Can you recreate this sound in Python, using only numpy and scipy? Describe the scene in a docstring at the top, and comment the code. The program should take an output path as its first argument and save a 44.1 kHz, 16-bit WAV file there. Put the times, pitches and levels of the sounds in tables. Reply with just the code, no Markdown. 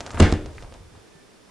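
"""A small room, close to a hollow carpeted platform with a metal latch. The platform is knocked.
Light hardware clicks lead into one loud clunk: metal snaps, boards knock, the deck's modes boom,
the latch rattles and the deck drops back once. Smaller clicks, carpet scuffs and handling rumble
die away, with two faint whistles and a soft step. Hiss and faint electrical whines run throughout."""
import sys
import numpy as np
from scipy import signal
from scipy.io import wavfile
from scipy.ndimage import uniform_filter1d, minimum_filter1d

SR = 44100
rng = np.random.default_rng(int(sys.argv[2]) if len(sys.argv) > 2 else 0)


def unload_wav(signal):
    """Save mono or channel-first audio to the path in sys.argv[1] as 16-bit WAV at rate SR, clipped to [-1, 1]."""
    wavfile.write(
        sys.argv[1],
        SR,
        np.round(np.clip(np.atleast_2d(signal).T, -1, 1) * 32767).astype(np.int16),
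    )


N = 66150
TIME_S = np.arange(N) / SR

# Noise spectra. Each row: frequency in Hz, relative density in dB.
HISS_SPECTRUM = [(25, -3), (60, -5.5), (115, -6), (170, -1), (250, -2.5), (400, -1.5), (680, -9.5),
                 (1100, -11.5), (2300, -16), (3400, -18), (5400, -21.5), (7800, -20.5), (9600, -25),
                 (12500, -31.5)]
RUMBLE_SPECTRUM = [(25, 0.5), (45, -5), (85, 2.5), (115, -4), (160, -21.5), (400, -34.5), (1000, -50),
                   (3000, -80)]
SCUFF_SPECTRUM = [(60, -23), (170, 3.5), (320, 0.5), (650, -3.5), (1300, -6), (2200, -15), (5000, -23),
                  (8500, -24), (12000, -42)]
SNAP_SPECTRUM = [(400, -11.5), (1300, -6), (3000, -2), (5000, -5.5), (7500, -4.5), (10000, -18),
                 (12000, -36)]
BOARD_SPECTRUM = [(120, -9), (250, 1), (400, 2.5), (800, -7.5), (1100, -8.5), (1600, -19), (4000, -44)]
ROOM_SPECTRUM = [(30, 2.5), (80, 2.5), (160, -1.5), (330, -5.5), (600, -13.5), (1100, -16.5), (1800, -15.5),
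                 (3300, -20), (4500, -25), (7000, -32), (9500, -38), (12000, -70)]
TAIL_SPECTRUM = [(100, 1.0), (1000, 2.0), (4000, -9), (11000, 3.5)]
# Noise envelopes. Each row: time in seconds, level in dB.
HISS_ENVELOPE = [(0, -53), (.4, -50), (.87, -52), (1.02, -51.5), (1.5, -53)]
RUMBLE_ENVELOPE = [(0, -48.5), (.12, -45), (.15, -34), (.19, -30), (.4, -40.5), (.48, -32), (.55, -46),
                   (.6, -38), (.7, -45.5), (.8, -44.5), (.89, -50.5), (.985, -52), (1.03, -70), (1.5, -89)]
SCUFF_ENVELOPE = [(0, -43), (.08, -42.5), (.125, -44), (.145, -38), (.165, -40), (.195, -32), (.22, -39),
                  (.45, -54.5), (.56, -56), (.65, -53), (.7, -66), (.76, -52.5), (.83, -76), (.92, -70),
                  (.95, -55.5), (.99, -60), (1.03, -75), (1.44, -77), (1.5, -56)]
# Stereo image. Each row: frequency in Hz, left-right correlation from 0 to 1.
HISS_COHERENCE = [(100, 0.1), (500, 0.083), (1500, 0.33), (5000, 0.35), (10000, 0.017)]
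ROOM_COHERENCE = [(60, 0.93), (250, 0.95), (600, 0.95), (1500, 0.86), (4000, 0.85), (9000, 0.21)]
# Electrical whines. Each row: frequency in Hz, level in dB.
WHINE_TONES = [(3596, -73.5), (4495, -75), (4797, -76.5), (5094, -78.5), (5227, -77), (5394, -72),
               (5696, -77), (5992, -76.5), (8990, -82.5), (9593, -79)]
# Hardware clicks. Each row: start in seconds, impulse level in dB, low-pass in Hz, ring in Hz,
# ring gain in dB.
HARDWARE_CLICKS = [(.0060, -5.5, 7070, 602, -15.5), (0.0642, -9, 7400, 760, -14),
                   (0.106, -13.5, 7000, 1070, -9.5), (0.115, -20, 10100, 5000, -9),
                   (0.1736, -5.5, 2840, 1370, -15), (.1770, -15, 1940, 1120, 0),
                   (0.191, -19, 10600, 7100, -3.5), (0.3183, -15, 9500, 3100, -19),
                   (.4600, -17, 7000, 550, -7.5), (0.5818, -15.5, 2570, 1930, -6.5),
                   (0.6246, -19.5, 6130, 604, -11), (.6360, -31.5, 9000, 790, 0.5),
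                   (.6460, -38, 3240, 950, 5.5), (0.7241, -22, 4420, 560, -8.5),
                   (.7403, -22.5, 7700, 1350, -32), (.7480, -27.5, 4000, 700, -6.5)]
# Echoes off nearby surfaces. Each row: delay in seconds, gain in dB.
NEAR_ECHOES = [(.0033, -4.5), (.0058, -11)]
# Room decay. Each row: frequency in Hz, T60 in seconds.
ROOM_DECAY = [(40, 0.64), (150, 0.24), (400, 0.65), (900, 0.44), (2000, 0.38), (5000, 0.33), (10000, 0.45)]
# Hard contacts of the clunk. Each row: start in seconds, then relative snap, board and room levels in dB.
CONTACTS = [(0.1986, -6.5, -1.5, -21.5), (0.2012, 2.5, 2, 2.5), (0.2026, -1, -11, -10.5),
            (0.2047, -5.5, 1, -15.5), (.2150, -8, -4, -12), (0.2232, -12, -16.5, -12.5),
            (0.2272, -10, -2.5, -7.5), (0.3245, -7.5, -5.5, -15), (.3380, -16.5, -10.5, -39)]
# Blows on the deck. Each row: start in seconds, level in dB, contact time in milliseconds.
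DECK_BLOWS = [(0.2, -16, 2.23), (0.2023, -7, 0.74), (0.2060, -7, 1.48), (0.2133, 2.5, 3.95),
              (0.2251, -12, 2.3), (0.3255, -8, 2.53), (0.3382, -26, 4.7)]
# Resonances. Each row: frequency in Hz, relative level in dB, T60 in seconds.
DECK_MODES = [(44, -28, 0.12), (63, -19, 0.23), (91.3, -4, 0.14), (159.2, -19, 0.23), (220.4, -17, 0.24),
              (305, -15.5, 0.42), (351.8, -18, 0.32), (373, -19, 0.44), (400, -27, 0.86), (462.6, -25, 0.4),
              (496.7, -24.5, 0.24), (724, -23.5, 0.2), (818.3, -16, 0.2)]
LATCH_MODES = [(1070, -6, 0.15), (1490, -1.5, 0.2), (1598, 1, 0.22), (1755, .5, 0.22), (1868, -2.5, 0.18),
               (2075, -1.5, 0.12), (2158, -.5, .14), (2524, -8, 0.14), (3335, -7.5, .13)]
# Whistles. Each row: centre in seconds, half length in seconds, top pitch in Hz, level in dB.
WHISTLES = [(.638, .04, 9080, -65.5), (.728, .049, 9230, -66.5)]


def from_db(db):
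    """Decibels to gain."""
    return 10 ** (np.asarray(db) / 20)


def unit_rms(x):
    """Scale to rms 1."""
    return x / np.sqrt(np.mean(x ** 2) + 1e-20)


def envelope(rows):
    """Gain over time, interpolated in dB."""
    return from_db(np.interp(TIME_S, *np.transpose(rows)))


def at_hz(rows, hz):
    """Read a table on a log-frequency axis."""
    row_hz, values = np.transpose(rows)
    return np.interp(np.log(hz), np.log(row_hz), values)


def impulse(start_s, db):
    """One-sample pulse."""
    return from_db(db) * (np.arange(N) == int(start_s * SR)) + 1e-18


def delay(x, delay_s):
    """Shift later in time."""
    return np.interp(TIME_S - delay_s, TIME_S, x, left=0)


def butter(x, hz, kind, order=2):
    """Butterworth filter."""
    return signal.sosfilt(signal.butter(order, hz, kind, fs=SR, output="sos"), x)


def ring(x, hz, t60_s):
    """Resonator: a unit impulse starts a decaying sine of height 1."""
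    radius, angle = from_db(-60 / (t60_s * SR)), 2 * np.pi * hz / SR
    return signal.lfilter([0, np.sin(angle)], [1, -2 * radius * np.cos(angle), radius * radius], x)


def convolve(x, response):
    """Mono sound through a stereo response."""
    return signal.fftconvolve(x[None], response, axes=1)[:, :N]


def noise(spectrum, coherence=ROOM_COHERENCE, decay=None):
    """Stereo noise in half-octave bands, rms 1 before the optional decay per band."""
    edges_hz = 20 * 2 ** np.arange(0, 9.6, .5)
    white = rng.standard_normal((2, 2, N + SR // 4))
    steady, out = 0, 0
    for k, (low_hz, high_hz) in enumerate(zip(edges_hz, edges_hz[1:])):
        hz = np.sqrt(low_hz * high_hz)
        mid, side = butter(white[k % 2], [low_hz, high_hz], "band", order=3)[:, -N:]
        alike = np.clip(at_hz(coherence, hz), 0, 1)
        stereo = np.sqrt(1 + alike) * mid + np.sqrt(1 - alike) * side * [[1], [-1]]
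        band = from_db(at_hz(spectrum, hz)) * stereo
        steady += band
        out += band if decay is None else band * from_db(-60 * TIME_S / at_hz(decay, hz))
    return out / np.std(steady)


def wander(cutoff_hz, shape=N):
    """Low-passed random motion, rms 1."""
    return unit_rms(butter(rng.standard_normal(shape), cutoff_hz, "low"))


def background(waver_hz=3, pan_db=0.86):
    """Room hiss and wavering electrical whines, slightly to the right."""
    whine = 0
    for hz, db in WHINE_TONES:
        pitch_hz = hz + waver_hz * wander(9.1)
        whine += from_db(db) * np.sin(2 * np.pi * np.cumsum(pitch_hz) / SR)
    hiss = envelope(HISS_ENVELOPE) * noise(HISS_SPECTRUM, HISS_COHERENCE)
    return (hiss + whine) * from_db([[-pan_db], [pan_db]])


def rumble():
    """Low noise of the handled microphone."""
    return envelope(RUMBLE_ENVELOPE) * noise(RUMBLE_SPECTRUM)


def carpet(grain_db=3, brush_s=0.584, brush_width_s=0.071, brush_db=-59.5, brush_hz=(2000, 7000)):
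    """Grainy rubbing on the carpet and one brighter swish of a sleeve brushing past."""
    grain = from_db(grain_db * wander(78))
    scuff = envelope(SCUFF_ENVELOPE) * noise(SCUFF_SPECTRUM)
    swell = from_db(brush_db) * np.exp(-((TIME_S - brush_s) / brush_width_s) ** 2)
    brush = swell * unit_rms(butter(rng.standard_normal(N), brush_hz, "band"))
    return grain * (scuff + brush)


def clicks(highpass_hz=300, t60_cycles=4.7):
    """Sharp snaps of the hardware, each with a very short ring."""
    out = 0
    for start_s, db, lowpass_hz, ring_hz, ring_db in HARDWARE_CLICKS:
        snap = butter(impulse(start_s, db), lowpass_hz, "low", order=5)
        ringing = from_db(ring_db) * ring(snap, ring_hz, t60_cycles / ring_hz)
        out += ringing - butter(snap, highpass_hz, "high", order=1)
    return out


def in_room(x, tail_db=-2.5, echo_pan_db=1.5):
    """Direct sound, two bright near echoes and a diffuse tail."""
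    bright = butter(x, 2000, "high", order=1)
    echoes = sum(from_db(db) * delay(bright, delay_s) for delay_s, db in NEAR_ECHOES)
    tail = noise(TAIL_SPECTRUM, decay=ROOM_DECAY)
    tail /= np.sqrt(np.sum(tail ** 2))
    return x + echoes * from_db([[-echo_pan_db], [echo_pan_db]]) + from_db(tail_db) * convolve(x, tail)


def clunk(snap_db=-14.5, board_db=-15, room_db=-16.5, room_rise_s=0.0086):
    """At each hard contact the metal snaps, the boards knock and the room fills."""
    def bursts(column, t60_s):
        power = from_db(-120 * TIME_S / t60_s)
        return np.sqrt(sum(from_db(2 * row[column]) * delay(power, row[0]) for row in CONTACTS))
    snap = from_db(snap_db) * bursts(column=1, t60_s=0.011) * noise(SNAP_SPECTRUM)
    boards = from_db(board_db) * bursts(column=2, t60_s=0.061) * noise(BOARD_SPECTRUM)
    room = noise(ROOM_SPECTRUM, decay=ROOM_DECAY) * (1 - np.exp(-TIME_S / room_rise_s))
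    hits = sum(impulse(start_s, db) for start_s, _, _, db in CONTACTS)
    return snap + boards + from_db(room_db) * convolve(hits, room)


def deck(push_db=1.5):
    """Each blow is a rounded push that sets the hollow deck booming."""
    force, push = 0, 0
    for start_s, db, contact_ms in DECK_BLOWS:
        pulse = np.sin(np.pi * np.clip((TIME_S - start_s) * 1000 / contact_ms, 0, 1)) ** 2
        force += from_db(db) * pulse / pulse.sum()
        push += from_db(db + push_db) * pulse
    boom = sum(from_db(db) * ring(force, hz, t60_s) for hz, db, t60_s in DECK_MODES)
    return butter(push, 38, "high") + boom


def rattle(centre_s=0.2405, sigma_s=0.018, touches_per_s=730, level_db=-34):
    """The shaken latch chatters: a short swell of tiny touches, each striking its modes differently."""
    swell = np.exp(-.5 * ((TIME_S - centre_s) / sigma_s) ** 2)
    touches = (rng.random(N) < touches_per_s / SR) * swell
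    out = 0
    for hz, db, t60_s in LATCH_MODES:
        strikes = touches * rng.standard_normal(N) + 1e-18
        out += from_db(db) * unit_rms(ring(strikes, hz, t60_s))
    duty = 4 * sigma_s * SR / N
    return from_db(level_db) * unit_rms(out) * np.sqrt(duty)


def whistles(arch_hz=1000, jitter_hz=60, flutter_db=2.5):
    """Thin, rough whistles; each swells as its pitch rises and fades as it falls."""
    out = 0
    for centre_s, half_s, top_hz, db in WHISTLES:
        jitter, flutter = wander(150, shape=(2, N))
        position = np.clip((TIME_S - centre_s) / half_s, -1, 1)
        pitch_hz = top_hz - arch_hz * np.sin(np.pi / 2 * position) ** 2 + jitter_hz * jitter
        gain = from_db(db + flutter_db * flutter) * np.sqrt(1 - position ** 2)
        out += gain * np.sin(2 * np.pi * np.cumsum(pitch_hz) / SR)
    return out


def step(squeak_s=1.178, squeak_width_s=0.047, squeak_hz=1770, squeak_db=-59.5):
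    """A soft step: one low damped mode and a tiny squeak."""
    thud = ring(impulse(start_s=1.152, db=-45), hz=158, t60_s=.15)
    swell = from_db(squeak_db) * np.exp(-((TIME_S - squeak_s) / squeak_width_s) ** 2)
    return thud + swell * np.sin(2 * np.pi * squeak_hz * TIME_S)


def scene(mic_top_hz=9500):
    """All sources at the microphone, which dulls the top of the knocks."""
    knocks = deck() + clunk() + in_room(clicks() + rattle())
    dulled = butter(knocks, mic_top_hz, "low", order=6)
    return dulled + carpet() + rumble() + whistles() + step() + background()


def record(dry, highpass_hz=16, limit_db=-1, window_s=.006, lowpass_hz=12000):
    """Sub-bass cut, fast peak limiter, steep low-pass."""
    x = butter(dry, highpass_hz, "high")
    window = int(window_s * SR)
    overshoot = np.maximum(np.abs(x).max(axis=0) / from_db(limit_db), 1)
    gain = uniform_filter1d(minimum_filter1d(1 / overshoot, window), window)
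    return signal.sosfilt(signal.ellip(8, .1, 80, lowpass_hz, fs=SR, output="sos"), x * gain)


dry = scene()
out = record(dry)
unload_wav(out)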